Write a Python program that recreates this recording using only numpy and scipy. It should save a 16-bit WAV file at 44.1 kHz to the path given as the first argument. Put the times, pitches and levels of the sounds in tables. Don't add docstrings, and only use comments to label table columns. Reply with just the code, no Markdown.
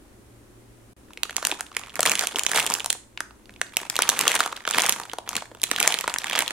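import sys
import numpy as np
from scipy import signal
from scipy.fft import rfft, irfft
from scipy.io import wavfile
from scipy.ndimage import uniform_filter1d

SR = 44100
rng = np.random.default_rng(int(sys.argv[2]) if len(sys.argv) > 2 else 0)


def pcm_store(signal):
    levels = np.round(np.clip(np.atleast_2d(signal), -1, 1) * 32767)
    wavfile.write(sys.argv[1], SR, levels.astype(np.int16).T)


N = 287532

# start in seconds, film level in dB, film pitch in Hz, crack in dB re the film.
LOUD_CREASES = [(1.106, -36.5, 850, -16), (1.134, -33.5, 2780, 0), (1.174, -22.5, 2500, -10),
                (1.233, -7, 3130, 1.5), (1.253, -23, 1100, -8), (1.295, -19.5, 1700, -17),
                (1.308, -21.5, 2040, -2.5), (1.366, -12.5, 2370, 8), (1.381, -16, 1000, -13),
                (1.427, -14.5, 1300, -8), (1.451, -5.5, 2270, 4.5), (1.47, -14, 1560, 9.5),
                (1.515, -7, 2780, -3), (1.522, -15.5, 336, -10), (1.598, -21, 1570, -18),
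                (1.608, -13.5, 1550, 3.5), (1.716, -30.5, 980, -19), (1.767, -9.5, 2250, 0.5),
                (1.794, -32, 3000, 10), (1.836, -24, 2810, -21), (1.944, -31, 1040, -22),
                (1.956, -21.5, 2080, 5), (1.993, -8, 640, -6), (2.006, -12.5, 3160, 11),
                (2.03, -10, 1260, 6), (2.061, -3, 3540, 4), (2.073, -3.5, 3550, -7), (2.096, -7, 2770, 3),
                (2.117, -3, 2740, 2), (2.154, -7.5, 3120, 2.5), (2.193, -5, 4100, 1.5),
                (2.21, -12.5, 1830, 5), (2.238, -11, 1280, -0.5), (2.271, -8.5, 2800, 6.5),
                (2.345, -21.5, 352, -13), (2.359, -8, 3200, 1), (2.365, -21.5, 337, 3),
                (2.386, -13, 1750, 4), (2.394, -8.5, 3280, 3.5), (2.435, -15, 2840, 4.5),
                (2.465, -1.5, 3250, -2), (2.495, -22, 2690, 0), (2.516, -11.5, 1700, 6),
                (2.534, -11, 1920, -15), (2.56, -17, 2440, -20), (2.573, -18, 2550, -14),
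                (2.584, -5, 1150, -11), (2.598, -7, 2270, 0), (2.639, -18.5, 392, 0), (2.665, -8, 2730, 5),
                (2.701, -18, 1010, 10), (2.739, -13.5, 2900, 13), (2.751, -12, 2300, -1),
                (2.804, -11, 2560, -5), (2.845, -20, 1000, 9), (2.86, -15.5, 1050, 9.5),
                (2.9, -13.5, 3600, -1), (2.903, -4.5, 3680, 3.5), (2.928, -19.5, 2220, 13.5),
                (2.95, -28, 594, -6), (3.175, -19, 2125, -17), (3.205, -10.5, 1600, -3.5),
                (3.308, -33.5, 1260, -17), (3.494, -32.5, 1580, -19), (3.562, -34, 2610, -21),
                (3.615, -9.5, 1740, -1), (3.769, -6.5, 2370, 3), (3.815, -23.5, 415, 5),
                (3.832, -21, 780, -20), (3.899, -12.5, 2980, 8), (3.956, -16, 1780, 5),
                (3.965, -8.5, 4740, 3.5), (3.99, -3.5, 1190, -2.5), (4.021, -4.5, 2430, 8),
                (4.091, -2, 1470, 8.5), (4.099, -3.5, 3920, 2.5), (4.172, -21, 2280, 4),
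                (4.191, -6, 2330, 7), (4.211, -7, 2760, 7), (4.269, -8, 920, -19), (4.279, 2, 3100, 3.5),
                (4.317, -3, 2220, -1), (4.342, -8.5, 1200, -2), (4.352, -11, 1140, 10),
                (4.392, -13, 850, 1), (4.405, 1, 1100, -3), (4.461, -8, 1050, -0.5),
                (4.527, -13.5, 1240, -26), (4.566, -19, 4600, -2), (4.574, -19, 1540, -14),
                (4.605, -26.5, 2040, -23), (4.652, -14, 1860, -14.5), (4.676, -6, 1390, -6),
                (4.689, -21.5, 3750, 10), (4.71, -13.5, 1420, 6.5), (4.746, -8.5, 1870, -8),
                (4.784, -0.5, 1160, -0.5), (4.802, -17, 3520, 9), (4.82, -17.5, 3920, 15.5),
                (4.863, -11, 2500, 9), (4.894, 0.5, 3550, 9), (4.924, -8, 3170, 4),
                (4.999, -13.5, 1040, -1), (5.097, -22.5, 2320, -7), (5.134, -13.5, 594, -5),
                (5.185, -13.5, 850, -5.5), (5.276, -21, 810, -13.5), (5.291, -20.5, 3140, 11),
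                (5.314, -27, 700, 3), (5.354, -11.5, 2030, -2), (5.366, -10, 2750, 2.5),
                (5.422, -21, 720, -30), (5.515, -30.5, 404, -17), (5.549, -27, 1170, -8),
                (5.571, -36, 600, -30), (5.617, -26, 4000, 12.5), (5.633, -13.5, 2560, 4),
                (5.638, -8, 3700, 7.5), (5.714, -3, 1580, -3), (5.762, -8, 3480, -3), (5.802, -6, 2600, 3),
                (5.814, -11, 1470, -4), (5.828, -6, 2900, 6.5), (5.876, 0, 2130, 6.5),
                (5.923, -5.5, 2630, -1.5), (5.942, 0, 3650, -3), (5.988, -8.5, 3230, 3.5),
                (6.01, -14, 2080, 5), (6.041, -10.5, 1140, -10), (6.078, -3, 980, -4),
                (6.14, -9.5, 2400, 2), (6.161, -9, 1640, -16.5), (6.185, -20.5, 1990, 15.5),
                (6.243, -11.5, 2100, -1.5), (6.269, -17.5, 2560, 1), (6.298, -12, 2820, 3.5),
                (6.352, -11.5, 1490, -15), (6.359, -11.5, 1020, 5), (6.39, -5.5, 2330, 6.5),
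                (6.406, -12.5, 2420, 5), (6.422, -13, 810, 2), (6.479, -9, 3740, -2),
                (6.507, -13, 1640, -1.5)]
# peak time, rise and release in seconds, level in dB, crack in dB re the film.
SQUEEZES = [(1.469, .1, 0.12, -28.5, -2), (1.8, 0.1, 0.13, -40.5, -5.5), (2.069, 0.061, 0.11, -16.5, -1),
            (2.231, 0.055, 0.048, -23.5, -2), (2.37, 0.15, 0.084, -31.5, -2.5),
            (2.581, 0.083, .08, -17.5, 0), (2.718, 0.096, 0.084, -23, -0.5),
            (3.799, 0.045, 0.036, -34.5, -7), (4.018, 0.06, 0.3, -26.5, -11), (4.33, 0.28, .14, -18, -3.5),
            (4.78, 0.07, 0.15, -15.5, -3), (5.348, 0.06, 0.059, -28, -5), (5.68, 0.043, .05, -29, 0),
            (5.83, 0.082, 0.15, -18, -6), (6.1, 0.1, 0.023, -28.5, -4), (6.38, 0.16, 0.11, -21, -7.5)]
# delay in seconds, gain in dB.
EARLY_ECHOES = [(.0012, -38.5), (.0042, -20), (0.021, -36)]
# frequency in Hz, seconds to decay by 60 dB.
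REVERB_TIMES = [(300, 0.38), (1000, 0.42), (3000, 0.28), (8000, 0.37), (15000, 0.14)]
# frequency in Hz, coherence from 0 to 1.
COHERENCE = [(60, 0.34), (240, 0.79), (950, 0.14), (3770, 0.02), (15000, 0.02)]
# frequency in Hz, relative spectral density in dB.
NOISE_SPECTRUM = [(13, -11), (22, -14), (85, -16), (118, -6.5), (143, -23.5), (205, -8.5), (366, -9),
                  (469, -18), (524, -14), (653, -20), (885, -21.5), (1170, -23), (4760, -33.5), (9480, -30),
                  (16000, -40.5)]
# centre in Hz, bandwidth in Hz, level in dB.
MOTOR_BANDS = [(57, 31, -57.5), (114.9, 0.97, -59)]
# frequency in Hz, gain in dB.
MIC_RESPONSE = [(100, -2.5), (400, -6.5), (3200, 3), (4900, 1), (7000, 5), (10500, 1), (13000, -6),
                (16000, -9.5)]

SNAP_SAMPLES, LEAD_SAMPLES = 768, 128
TIME = np.arange(N) / SR


def snap(noise, hz, crack_db):
    common, *apart, air = noise
    apart = np.array(apart)
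    pan_db = (-2.6 + 2.8 * air[0]) * np.array([[.5], [-.5]])
    shade = min(hz / 2500, 1)
    ring = burst(common + .3 * shade * apart, hz / 1.25, hz * 1.25, decay_s=1.6 / hz)
    skirt = burst(air + 0.39 * apart, hz / 3, 4040, decay_s=0.0028)
    film = unit_peak(ring + gain_of(-5) * skirt) * gain_of(shade * pan_db)
    crack = burst(common + 0.68 * apart, 4240, 15360, decay_s=0.0013) * gain_of(pan_db)
    puff = gain_of(-5.5 - 3.77 * np.log2(hz / 1000)) * burst(air, 334, 1155, decay_s=0.0045)
    bright = film + gain_of(crack_db) * crack
    bright[0] = np.roll(bright[0], round(1.4 - 1.3 * air[0]))
    return bright + puff


def burst(noise, lo_hz, hi_hz, decay_s):
    t = (np.arange(SNAP_SAMPLES) - LEAD_SAMPLES) / SR
    envelope = np.where(t < 0, .1 * np.exp(t / .0004), np.exp(-(t / decay_s) ** 2))
    return unit_peak(bandpass(noise * envelope, lo_hz, hi_hz))


def loud_creases():
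    out = np.zeros((2, N + SNAP_SAMPLES))
    for start_s, db, hz, crack_db in LOUD_CREASES:
        noise = rng.standard_normal((4, SNAP_SAMPLES))
        first = round(start_s * SR) - LEAD_SAMPLES
        out[:, first:first + SNAP_SAMPLES] += gain_of(db) * snap(noise, hz, crack_db)
    return out[:, :N]


def small_creases(pitches=40, film_hz=(720, 3850), base_per_s=330, spread_db=4.5):
    level_db, crack_db = squeeze_levels()
    crowding = gain_of(0.49 * (level_db + 29.5))
    strength = gain_of(spread_db * np.minimum(rng.exponential(1, N), 3))
    strength *= rng.random(N) < base_per_s * crowding / SR
    strength *= gain_of(level_db) / np.sqrt(crowding)
    pitch_index = rng.integers(0, pitches, N)
    film, crack = np.zeros((2, 2, N))
    for k, hz in enumerate(np.geomspace(*film_hz, pitches)):
        noise = rng.standard_normal((4, SNAP_SAMPLES))
        impulses = (strength * (pitch_index == k))[None]
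        dull = snap(noise, hz, crack_db=-np.inf)
        tilt = gain_of(1.55 * np.log2(hz / 2000))
        film += signal.oaconvolve(impulses, tilt * dull, axes=1)[:, :N]
        crack += signal.oaconvolve(impulses, snap(noise, hz, 0) - dull, axes=1)[:, :N]
    return film + crack * gain_of(crack_db)


def squeeze_levels(ease_db=-13, held_db=-69.5, held_from_s=0.9):
    t = TIME[::64]
    peak_s, rise, release, db, crack_db = np.transpose(SQUEEZES)[:, :, None]
    from_peak = np.where(t < peak_s, (peak_s - t) / rise, (t - peak_s) / release)
    power = gain_of(2 * (db + ease_db * from_peak ** 1.06))
    total = power.sum(0) + gain_of(2 * held_db) * (t > held_from_s) + 1e-12
    mean_crack_db = (power * crack_db).sum(0) / total
    return np.interp(TIME, t, 10 * np.log10(total)), np.interp(TIME, t, mean_crack_db)


def foam_air(band_hz=(135.6, 420)):
    noise, lumps = rng.standard_normal((2, 2, N))
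    rush = unit_rms(bandpass(noise[0] + 0.56 * noise, *band_hz))
    lumps_db = 4 * unit_rms(uniform_filter1d(uniform_filter1d(lumps[0], 600), 600))
    squeeze_db, _ = squeeze_levels()
    return rush * gain_of(-21 + lumps_db + .8 * squeeze_db)


def room_reflections(x, tail_db=-13.5, softness=0.16):
    taps = np.zeros((2, SR // 2))
    slots = np.arange(260, SR // 2 - 20, 20)
    arrivals = slots + rng.integers(0, 20, (2, len(slots)))
    np.put_along_axis(taps, arrivals, rng.choice([-1., 1.], arrivals.shape), 1)
    hz, t, bands = signal.stft(taps, SR, nperseg=256)
    bands[1] = correlated(*bands, curve_at(COHERENCE, hz / 2)[:, None])
    decay = gain_of(-60 * t / curve_at(REVERB_TIMES, hz)[:, None])
    tail = signal.istft(bands * decay, SR, nperseg=256)[1]
    tail *= gain_of(tail_db) / np.linalg.norm(tail[0])
    response = signal.lfilter([1 - softness, softness], 1, tail)
    for delay_s, db in EARLY_ECHOES:
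        response[:, round(delay_s * SR)] += gain_of(db)
    return signal.fftconvolve(x, response, axes=1)[:, :N]


def noise_and_hum(noise_db=-48.5):
    hz = np.fft.rfftfreq(N, 1 / SR)
    left, independent = rfft(rng.standard_normal((2, N)))
    spectra = np.array([left, correlated(left, independent, curve_at(COHERENCE, hz))])
    colour = gain_of(curve_at(NOISE_SPECTRUM, hz) - curve_at(MIC_RESPONSE, hz))
    hum = sum(gain_of(db) * unit_rms(irfft(left / (1 + (2 * (hz - centre) / width) ** 2), N))
              for centre, width, db in MOTOR_BANDS)
    return gain_of(noise_db) * unit_rms(irfft(spectra * colour, N)) + hum


def correlated(left, independent, coherence):
    return coherence * left + np.sqrt(1 - coherence ** 2) * independent


def bandpass(x, lo_hz, hi_hz):
    return signal.lfilter(*signal.butter(2, [lo_hz, hi_hz], "band", fs=SR), x)


def curve_at(points, hz):
    knots_hz, values = np.transpose(points)
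    return np.interp(np.log(hz + 1), np.log(knots_hz + 1), values)


def gain_of(db):
    return 10 ** (np.asarray(db) / 20)


def unit_rms(x):
    return x / np.sqrt(np.mean(x ** 2) + 1e-20)


def unit_peak(x):
    return x / abs(np.atleast_2d(x).mean(0)).max()


def scene():
    bag = loud_creases() + small_creases() + foam_air()
    return bag + room_reflections(bag) + noise_and_hum()


def record(dry, threshold_db=-31, recovery_db_per_s=19.8, dip_s=(0.934, .965), cutoff_hz=16000):
    hz = np.fft.rfftfreq(512, 1 / SR)
    colour = signal.firwin2(255, hz, gain_of(curve_at(MIC_RESPONSE, hz)), fs=SR)
    x = signal.oaconvolve(dry, colour[None], "same")
    power = uniform_filter1d((x ** 2).mean(0), size=880, origin=439)
    power_db = 10 * np.log10(abs(power) + 1e-12)
    fall_db = TIME * recovery_db_per_s
    peak_db = np.maximum.accumulate(power_db + fall_db) - fall_db
    excess_db = np.maximum(peak_db - threshold_db, 0)
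    x /= gain_of(0.27 * uniform_filter1d(excess_db, size=220, origin=109))
    dip = np.where((TIME > dip_s[0]) & (TIME < dip_s[1]), gain_of(-27), 1)
    lowpass = signal.firwin(511, cutoff_hz, window=("kaiser", 9), fs=SR)
    return signal.oaconvolve(np.clip(x, -1, 1) * dip, lowpass[None], "same")


dry = scene()
out = record(dry)
pcm_store(out)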